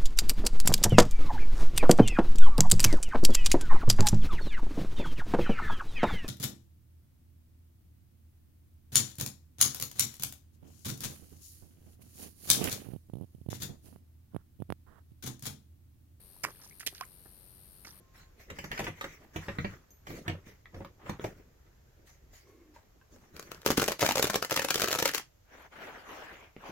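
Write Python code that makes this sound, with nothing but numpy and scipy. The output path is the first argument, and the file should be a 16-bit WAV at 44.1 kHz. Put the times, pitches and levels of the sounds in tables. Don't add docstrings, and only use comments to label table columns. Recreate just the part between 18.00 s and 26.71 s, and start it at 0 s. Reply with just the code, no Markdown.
import sys
import numpy as np
from scipy import signal
from scipy.io import wavfile
from scipy.ndimage import uniform_filter1d

SR = 44100
rng = np.random.default_rng(int(sys.argv[2]) if len(sys.argv) > 2 else 0)


def dump(signal):
    limited = np.clip(np.atleast_2d(signal).T, -1, 1)
    pcm = np.round(limited * 32767).astype(np.int16)
    wavfile.write(sys.argv[1], SR, pcm)


N = 384111

# start in seconds, crack level in dB,
# panel thud setting in dB relative to the crack (both shifted by fixed trims).
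LARGE_SNAPS = [(5.162, -46, 0), (5.366, -30.5, -9), (5.3958, -25, -8), (5.5177, -23.5, -6.5),
               (5.618, -32, -26), (5.65, -33, -2.5), (5.6628, -6.5, -2), (5.668, -17.5, -2.5),
               (5.6725, -20, -12), (5.6887, -21.5, 3.5), (5.704, -6.5, -1), (5.709, -16, -3.5),
               (5.717, -19, -19), (5.774, -8.5, -19.5), (5.78, -12, 3.5), (5.797, -11, -16),
               (5.817, -16.5, -18.5), (5.8197, -12.5, -2), (5.8284, -14.5, 1), (5.841, -12, -21.5),
               (5.8795, -13.5, -9), (5.8842, -10.5, -1), (5.908, -23, 2.5), (5.9202, -13.5, -10.5),
               (5.994, -19, -10), (6.007, -20.5, -11), (6.011, -13, -23), (6.0196, -13, -1),
               (6.028, -13, 7), (6.035, -16.5, 8.5), (6.0481, -14.5, 0.5), (6.063, -8, -9),
               (6.09, -8.5, -1), (6.109, -11.5, -1.5), (6.121, -16.5, -3.5), (6.1562, -9, -6.5),
               (6.1732, -18, 3.5), (6.1808, -14.5, -1.5), (6.1955, -11.5, 0), (6.2265, -6, -8.5),
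               (6.243, -8.5, -3), (6.27, -18, -2), (6.2995, -11, -3), (6.334, -23, -2), (6.3433, -13, -4),
               (6.3576, -9, -1.5), (6.425, -13, -6.5), (6.448, -16, -10.5), (6.498, -22, -12),
               (6.51, -13.5, -14), (6.5182, -15, 0.5), (6.525, -14, -5.5), (6.5631, -7, -17.5),
               (6.575, -14, -5), (6.594, -9, -7), (6.624, -18.5, -29), (6.6466, -10, -8),
               (6.6861, -15, -16), (6.7058, -7, -14.5), (6.743, -11, -33.5), (6.7569, -10, -5.5),
               (6.7788, -19.5, -9.5), (6.7979, -13, -10), (6.8072, -15.5, -13), (6.8189, -10, -7),
               (6.8376, -16.5, 1), (6.842, -10, -9), (6.875, -15, -16.5), (6.885, -14.5, -6),
               (6.9075, -18, -6), (6.9142, -12.5, -9.5), (6.928, -9, -9.5), (6.9501, -12.5, -23.5),
               (6.958, -16, -4.5), (6.9882, -12, -6.5), (6.995, -21, -7.5), (7.0008, -16, -7.5),
               (7.0256, -7.5, -6), (7.0555, -5, -9), (7.077, -11.5, -29), (7.092, -15.5, -18.5),
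               (7.137, -21, -26), (7.1476, -10.5, -21), (7.1551, -17, -28), (7.1812, -16, -48)]
# start in seconds, hold in seconds, scuff level in dB,
# hiss level in dB, low push level in dB, pitch of the weave in Hz.
CLOTH_STROKES = [(0.154, 0.048, -59.5, -60.5, -91, 1540), (0.401, 0.011, -59, -59.5, -61.5, 2410),
                 (0.504, 0.0094, -53.5, -65, -50.5, 2060), (0.56, 0.1, -57, -61, -55.5, 2040),
                 (0.719, 0.16, -48, -54.5, -46, 1870), (0.969, 0.17, -56, -61, -58.5, 2140),
                 (1.212, 0.034, -62, -68, -57.5, 690), (1.347, 0.13, -54, -59.5, -53, 1700),
                 (1.488, 0.25, -56, -62.5, -54.5, 1300), (2.086, 0.084, -55.5, -53, -45, 2090),
                 (2.262, 0.078, -55, -66, -46.5, 1160), (2.47, 0.02, -57.5, -59.5, -58, 1990),
                 (2.748, 0.068, -59, -67.5, -48.5, 920), (3.01, 0.089, -56.5, -79, -58, 796),
                 (3.066, 0.046, -48.5, -61, -48, 1060), (3.216, 0.053, -54.5, -57.5, -43, 1420),
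                 (3.373, 0.027, -66.5, -73, -57, 1520), (4.074, 0.03, -66, -60.5, -87, 1920),
                 (4.338, 0.048, -64, -60, -80, 2000), (4.482, 0.026, -76, -69, -65, 1730),
                 (4.751, 0.02, -61.5, -67.5, -83, 940), (5.125, 0.033, -69, -66, -57, 1000),
                 (5.217, 0.037, -66, -68.5, -61, 895), (5.345, 0.23, -61.5, -63, -56, 1440)]
# frequency in Hz, relative level in dB per Hz.
SCUFF_SPECTRUM = [(300, -23.5), (520, -5), (900, -1), (1450, -1), (1900, 2), (3800, -11), (7000, -53)]
# frequency in Hz, relative level in dB per Hz.
HISS_SPECTRUM = [(1800, -14), (3200, -13.5), (6500, -6.5), (8800, -20), (12500, -15)]
# frequency in Hz, left-right likeness from -1 to 1.
LIKENESS = [(60, 0.92), (180, 1), (550, 0.67), (1650, 0.13), (4970, -0.11), (15000, -0.068)]


def gain_of(db):
    return 10 ** (np.asarray(db) / 20)


def evened(x):
    return x / np.sqrt(np.mean(x ** 2) + 1e-20)


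def peaked(x):
    return x / abs(x).max()


def read(points, hz):
    f, value = np.transpose(points)
    return np.interp(np.log(hz + 1), np.log(f + 1), value)


def curves(rows):
    s, *columns = np.transpose(rows)
    return [np.interp(np.arange(N) / SR, s, c, left=-200, right=-200) for c in columns]


def add(mix, s, sound, pan_db, lead):
    for port, side in enumerate((1, -1)):
        first = round(s * SR - side * lead / 2)
        part = mix[port, first:][:len(sound)]
        part += gain_of(side * pan_db / 2) * sound[:len(part)]


def coloured(x, spectrum):
    log_gain = np.log(gain_of(read(spectrum, abs(np.fft.fftfreq(4096, 1 / SR)))))
    response = np.exp(log_gain - 1j * signal.hilbert(log_gain).imag)
    taps = np.fft.ifft(response).real[:2048]
    taps = taps[None] / np.linalg.norm(taps)
    return signal.oaconvolve(np.atleast_2d(x), taps, axes=1)[:, :np.shape(x)[-1]]


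def rings(modes, phases, detune=1, size=8000):
    t = np.arange(size) / SR
    total = 0
    for (hz, db, t60), phase in zip(modes, phases):
        total = total + gain_of(db - 60 * t / t60) * np.sin(2 * np.pi * (hz * detune * t + phase))
    return total


def following(x, hz, width_hz):
    turn = np.exp(2j * np.pi * np.cumsum(hz) / SR)
    pole = np.exp(-np.pi * width_hz / SR)
    return evened((turn * signal.lfilter([1 - pole], [1, -pole], x / turn)).real)


def woven(x, hz, width_hz, db):
    return evened(x + gain_of(db) * following(x, hz, width_hz))


def noise(spectrum, patchy_db, flicker_db):
    frames, hz = N // 128 + 9, np.fft.rfftfreq(512, 1 / SR)
    a, b, c, d, patches = rng.standard_normal((frames, 257, 5)).T
    patches = uniform_filter1d(patches, size=6, axis=0)
    patches = evened(uniform_filter1d(patches, size=16, axis=1))
    flicker = evened(uniform_filter1d(rng.standard_normal(frames), size=3))
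    same = np.clip(read(LIKENESS, hz), -1, 1)[:, None]
    left = a + 1j * b
    right = same * left + np.sqrt(1 - same ** 2) * (c + 1j * d)
    level_db = read(spectrum, hz)[:, None] + patchy_db * patches + flicker_db * flicker
    z = np.array([left, right]) * gain_of(level_db)
    return evened(signal.istft(z, nperseg=512, noverlap=384)[1][:, :N])


def peeling():
    # time in seconds, nominal pitch of its main mode in Hz.
    tautness = [(5.66, 468), (5.78, 294), (5.82, 422), (5.85, 310), (5.885, 603), (6.03, 600), (6.065, 760),
                (6.1, 824), (6.16, 620), (6.245, 494), (6.3, 534), (6.75, 545), (7.2, 469)]
    # frequency in Hz, relative level in dB per Hz.
    crack_spectrum = [(180, -48), (300, -5.5), (567, -9), (923, -9.5), (1330, -5), (3650, -7.5),
                      (6560, -6.5), (8870, -16), (12200, -10.5), (15400, -14.5)]
    peel_start_s, full_run_s = 5.6, 0.45
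    base_slip_s, slip_growth = 0.0009, 0.84
    out, cracks, snaps = np.zeros((2, N)), np.zeros((2, N)), np.zeros(N)
    for s, db, thud_db in LARGE_SNAPS + followers():
        chance = rng.standard_normal(702)
        progress = min((s - peel_start_s) / full_run_s, 1)
        slip_s = np.clip(base_slip_s * progress * gain_of(slip_growth * (db + 12)), 0.00025, 0.003)
        still_held = 0.077 * np.exp(-max(s - 5.8, 0) / 1.0)
        taut_hz = np.interp(s, *np.transpose(tautness))
        crack, thud = snap(db + thud_db - 4.0, still_held, taut_hz, slip_s, chance[2:])
        add(cracks, s, gain_of(db + 5.0) * crack, 1.5 + 2.0 * chance[1], lead=4 + 1.6 * chance[0])
        add(out, s, thud, -0.4, lead=4)
        snaps[round(s * SR)] += gain_of(db)
    after = signal.lfilter([1], [1, -np.exp(-1 / (0.0026 * SR))], snaps)
    before = signal.lfilter([1], [1, -np.exp(-1 / (0.0024 * SR))], snaps[::-1])[::-1]
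    hooks = gain_of(11.0 * np.minimum(rng.exponential(1, N), 1.3))
    hooks = hooks * (rng.random(N) < 1800 / SR) * rng.choice([-1, -1, 1], N)
    delay = rng.integers(0, 9, N)
    late = np.zeros(N + 9)
    late[np.arange(N) + delay] = hooks
    crackle = evened(coloured(np.array([hooks, 0.67 * late[:N]]), crack_spectrum))
    crackle_gain = gain_of(-13.5) * after + gain_of(-18.5) * before
    return out + coloured(cracks, crack_spectrum) + crackle_gain * crackle


def followers():
    wait, size, thud = rng.exponential(1, (len(LARGE_SNAPS), 3)).T
    s, db, _ = np.transpose(LARGE_SNAPS)
    return list(zip(s + 0.007 * (0.5 + wait), db - 10.5 + (1 - size), -11 + 3.5 * (1 - thud)))


def snap(thud_db, still_held, taut_hz, slip_s, chance):
    # nominal frequency in Hz, nominal level in dB, t60 in seconds.
    flap_modes = [(177, -13.5, 0.032), (490, -7, 0.013), (510, -4.5, 0.021), (696, -8, 0.013),
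                  (990, -9.5, 0.005)]
    t = np.arange(2500) / SR
    slip_t = t[:len(chance)]
    slips = np.pad(chance * slip_t * np.exp(-slip_t / slip_s), (0, 300))
    dullness = np.clip(0.028 + 0.5 * chance[-9], 0, 0.85)
    slips = signal.lfilter([1], [1, -dullness], slips)
    resonance_hz = np.clip(1700 * np.exp(0.5 * chance[-10]), 700, 9000)
    slips = slips + signal.lfilter(*signal.iirpeak(resonance_hz, 3.5, SR), slips)
    span = taut_hz / flap_modes[2][0] * np.exp(0.1 * chance[-1])
    modes = [(hz, db + 2.4 * c, t60) for (hz, db, t60), c in zip(flap_modes, chance[-8:])]
    thud = -rings(modes, np.zeros(len(flap_modes)), span, size=len(t))
    thud = peaked(signal.lfilter(*signal.butter(1, 150, "high", fs=SR), thud))
    wall_hz = 120 * np.exp(0.33 * chance[-2])
    wall = -np.sin(2 * np.pi * wall_hz * t) * np.exp(-t / 0.0072)
    return slips / np.linalg.norm(slips), gain_of(thud_db) * (thud + still_held * wall)


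def knocks():
    # start in seconds, crack level in dB, thump level
    # in dB over the crack, crumple level in dB over the crack, thump pitch in Hz.
    bumps = [(0.501, -31, -19, -12, 91.5), (0.586, -28.5, -11.5, -11.5, 96.9),
             (0.641, -29.5, -7, -8.5, 137), (0.715, -21.5, -41, -14, 484), (0.776, -24.5, -26, -14, 498),
             (0.792, -23.5, -10.5, -6, 300), (0.801, -28, -2.5, -8, 165), (0.842, -29, -24, -6.5, 527),
             (0.867, -23.5, -16, -31, 300), (0.878, -29.5, -2.5, -27, 195), (1.01, -26.5, -28, -5.5, 670),
             (1.041, -26.5, -8, -14, 320), (1.36, -26, -1, -12, 125), (1.483, -27, -1.5, -16, 88.8),
             (1.585, -22.5, -3, -22, 88.8), (1.645, -25, 0.5, -30, 100), (2.068, -34, -28, -10, 315),
             (2.103, -37, 1.5, -17, 343), (2.279, -23, -5, -13, 146), (2.297, -26, -2, -42, 83.4),
             (2.743, -43.5, 7, -11, 99.6), (2.806, -47.5, 13.5, -26, 188), (2.847, -42, 0, -7, 347),
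             (3.094, -32, 6.5, -5.5, 170), (3.241, -29.5, 6.5, -11, 563), (3.664, -60, 1, -22, 96.9)]
    # nominal frequency in Hz, level in dB, t60 in seconds.
    hood_modes = [(1173, -1, 0.011), (1884, -2, 0.012), (2930, -12, 0.0062), (4500, -8, 0.0061)]
    # nominal frequency in Hz, nominal level in dB, t60 in seconds.
    panel_modes = [(98.3, -9, 0.16), (161.3, -1, 0.049), (351, 1.5, 0.035), (531.4, -5.5, 0.061),
                   (733, 3.5, 0.019)]
    out, t = np.zeros((2, N)), np.arange(6000) / SR
    for s, db, thump_db, crumple_db, thump_hz in bumps:
        a, b = rng.standard_normal((2, len(t)))
        chance = rng.random(20)
        blow = (np.exp(-t / 0.0054) + 0.98 * np.exp(-t / 0.0014)) * (1 - np.exp(-t / 0.0018))
        ring = rings(hood_modes, chance, 0.977 + 0.056 * chance[-1], size=len(t))
        ring = signal.oaconvolve(ring, a * blow)[:len(t)]
        near = [(hz, level - 2.87 * abs(np.log2(hz / thump_hz)), t60) for hz, level, t60 in panel_modes]
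        thump = rings(near, 0.35 * chance[10:], 0.886 + 0.22 * chance[-2], size=len(t))
        thump = thump * (1 - np.exp(-t / 0.0011))
        body = 0.28 * peaked(ring) + 0.73 * peaked(coloured(b * blow, SCUFF_SPECTRUM)[0])
        crumple = gain_of(crumple_db) * peaked(coloured(a * blow, HISS_SPECTRUM)[0])
        bump = gain_of(db) * (body + crumple + gain_of(thump_db) * peaked(thump))
        add(out, s, bump, 2 - 6 * chance[-4], lead=-24 * chance[-3])
    return out


def zip_pulls():
    # frequency in Hz, relative level in dB, t60 in seconds.
    zip_modes = [(6430, 3.5, 0.048), (12400, -2, 0.055), (14010, -11, 0.42)]
    out = np.zeros((2, N))
    add(out, 1.906, gain_of(-56) * rings(zip_modes, np.zeros(9)), 0, 0)
    return out


def touches():
    # start in seconds, level in dB, main frequency in Hz, t60 in seconds.
    taps = [(2.657, -41.5, 1940, 0.017), (2.848, -32, 1110, 0.0082), (3.095, -27, 895, 0.016),
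            (3.196, -27.5, 420, 0.016), (3.2474, -20, 630, 0.013), (4.333, -53, 640, .03),
            (4.762, -47.5, 933, 0.043), (5.013, -56, 1570, 0.038), (8.5648, -33.5, 348, 0.015),
            (8.689, -37, 516, 0.012), (8.6953, -31, 328, 0.012)]
    out, t = np.zeros((2, N)), np.arange(4000) / SR
    for s, db, hz, t60 in taps:
        modes = [(hz, 0, t60), (0.658 * hz, -6, t60), (1.7 * hz, -8, t60 / 2)]
        ring = -rings(modes, np.zeros(3), size=len(t))
        onset = np.minimum(t * hz / 0.35, 1)
        tick = coloured(rng.standard_normal(len(t)) * np.exp(-t / 0.00097), SCUFF_SPECTRUM)[0]
        add(out, s, gain_of(db) * (ring * onset + gain_of(-9.5) * peaked(tick)), 0, 0)
    return out


def rubbing():
    # time in seconds, level in dB, scrape pitch in Hz.
    cable_slide = [(7.45, -77, 1510), (7.54, -53.5, 1700), (7.665, -53, 1500), (7.7, -78, 1450),
                   (7.725, -53, 1390), (7.84, -43.5, 1550), (8.05, -53.5, 1410), (8.11, -44.5, 970),
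                   (8.2, -45, 1370), (8.44, -53.5, 2380), (8.55, -70.5, 2310), (8.66, -45, 900),
                   (8.71, -48.5, 900)]
    # frequency in Hz, relative level in dB per Hz.
    table_spectrum = [(60, -48), (212, -3), (600, 0), (822, -0.5), (1340, -4.5), (1900, -5), (2840, -8),
                      (5000, -25.5), (8000, -61)]
    # frequency in Hz, relative level in dB per Hz.
    push_spectrum = [(35, -26), (60, -0.5), (112, -5), (231, -8), (364, -5), (600, -12.5), (1320, -71)]
    scuffing, hissing, pushing = strokes()
    slide_db, scrape_hz = curves(cable_slide)
    scuff = noise(SCUFF_SPECTRUM, patchy_db=1.6, flicker_db=2.2)
    scuff = scuffing * woven(scuff, weave_hz(), width_hz=520, db=1.5)
    hiss = (hissing + gain_of(slide_db - 14.0)) * noise(HISS_SPECTRUM, patchy_db=-5.0, flicker_db=1.0)
    push = pushing * noise(push_spectrum, patchy_db=3, flicker_db=2.2)
    table = noise(table_spectrum, patchy_db=2.2, flicker_db=1.4)
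    grit = gain_of(4.0 * np.minimum(rng.exponential(1, N // 40 + 1), 4)).repeat(40)[:N]
    jerks = evened(grit * rng.standard_normal((2, N)))
    table = evened(table + 0.41 * coloured(jerks, table_spectrum))
    side_db = [[0.8], [-0.8]]
    slide = gain_of(slide_db + side_db) * woven(table, abs(scrape_hz), width_hz=300, db=-5.0)
    return scuff + hiss + push + slide + groan()


def strokes():
    rest_db = -78.5, -101.5, -71
    t = np.arange(0, N, 64) / SR
    power = gain_of(rest_db)[:, None] ** 2 * (t < 5.65)
    for start, length, *db, _ in CLOTH_STROKES:
        power = power + gain_of(np.array(db)[:, None] + held(t, start, length)) ** 2
    return [np.interp(np.arange(N) / SR, t, np.sqrt(p)) for p in power]


def held(t, start, length):
    rise_db_s, fall_db_s = 704, 198
    return np.minimum(0, np.minimum(rise_db_s * (t - start), fall_db_s * (start + length - t)))


def weave_hz():
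    start, hz = np.transpose(CLOTH_STROKES)[[0, -1]]
    return hz[np.maximum(np.searchsorted(start - 0.03, np.arange(N) / SR) - 1, 0)]


def groan():
    start, length, db, (low, *upper) = 4.46, 0.28, -63.5, [(370, 140, 1), (1110, 52, -11.5),
                                        (2150, 70, -13.5)]
    drive, t = rng.standard_normal(N), np.arange(N) / SR
    low_hz = low[0] * (1 - 0.26 * np.clip((t - start) / length, 0, 1))
    hum = following(following(drive, low_hz, low[1]), low_hz, low[1])
    hum = gain_of(low[2] + held(t, start, length)) * hum
    for hz, width, level in upper:
        hum = hum + gain_of(level + held(t, start, 0.17)) * following(drive, np.full(N, hz), width)
    return gain_of(db) * hum


def room(x):
    # frequency in Hz, t60 in seconds.
    decay = [(100, 0.23), (500, 0.11), (2000, 0.17), (6000, 0.19), (14000, 0.13)]
    out, turn = 0, np.pi * 4.3 * np.arange(N) / SR
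    for k in range(3):
        taps = np.zeros((2, SR // 2))
        jitter = rng.integers(0, 20, (2, (SR // 2 - 91) // 20))
        at = np.arange(90, SR // 2 - 20, 20) + jitter
        np.put_along_axis(taps, at, rng.choice([-1., 1.], at.shape), 1)
        hz, t, z = signal.stft(taps, SR, nperseg=256)
        same = np.clip(read(LIKENESS, hz), -1, 1)[:, None]
        z[1] = same * z[0] + np.sqrt(1 - same ** 2) * z[1]
        tail = signal.istft(z * gain_of(-60 * t / read(decay, hz)[:, None]), SR, nperseg=256)[1]
        tail = tail / np.linalg.norm(tail[0])
        share = np.sqrt(2 / 3) * np.cos(turn + k * np.pi / 3)
        out = out + signal.fftconvolve((share * x.mean(0))[None], tail, axes=1)[:, :N]
    return out


def air():
    # frequency in Hz, relative level in dB per Hz.
    air_spectrum = [(12, -41.5), (20, -6), (71, -4), (200, -16.5), (634, -17), (1050, -22.5), (3830, -30),
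                    (6910, -27), (8890, -42), (13600, -28), (15600, -38)]
    # time in seconds, bass gain in dB.
    bass_level = [(0, 8), (4.4, 6), (4.5, 2.5), (8.71, 2.5)]
    tone_hz, tone_db, tone_end_s = 1060, -73, 0.31
    t = np.arange(N) / SR
    fade = np.clip((tone_end_s - t) / 0.018, 0, 1)
    tone = gain_of(tone_db) * np.sin(2 * np.pi * tone_hz * t) * fade
    full = coloured(rng.standard_normal((2, N)), air_spectrum)
    bass = signal.sosfilt(signal.butter(2, 160, fs=SR, output="sos"), full)
    shared_bass = 1.3 * bass[0] + 0.12 * bass
    background = evened(full - bass + gain_of(curves(bass_level)[0]) * shared_bass)
    return gain_of(-62) * background + tone


def scene():
    bumps = knocks() + zip_pulls()
    flap, taps = peeling(), touches()
    tail = room(gain_of(1.0) * bumps + gain_of(-4.5) * flap + gain_of(-1.5) * taps)
    return bumps + flap + taps + tail + rubbing() + air()


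def record(dry):
    overload = 0.55
    rounded = overload * np.tanh(dry / overload)
    low_pass = signal.firwin(511, 16000, window=("kaiser", 9), fs=SR)
    return signal.oaconvolve(rounded, low_pass[None], "same")


dry = scene()
out = record(dry)
dump(out)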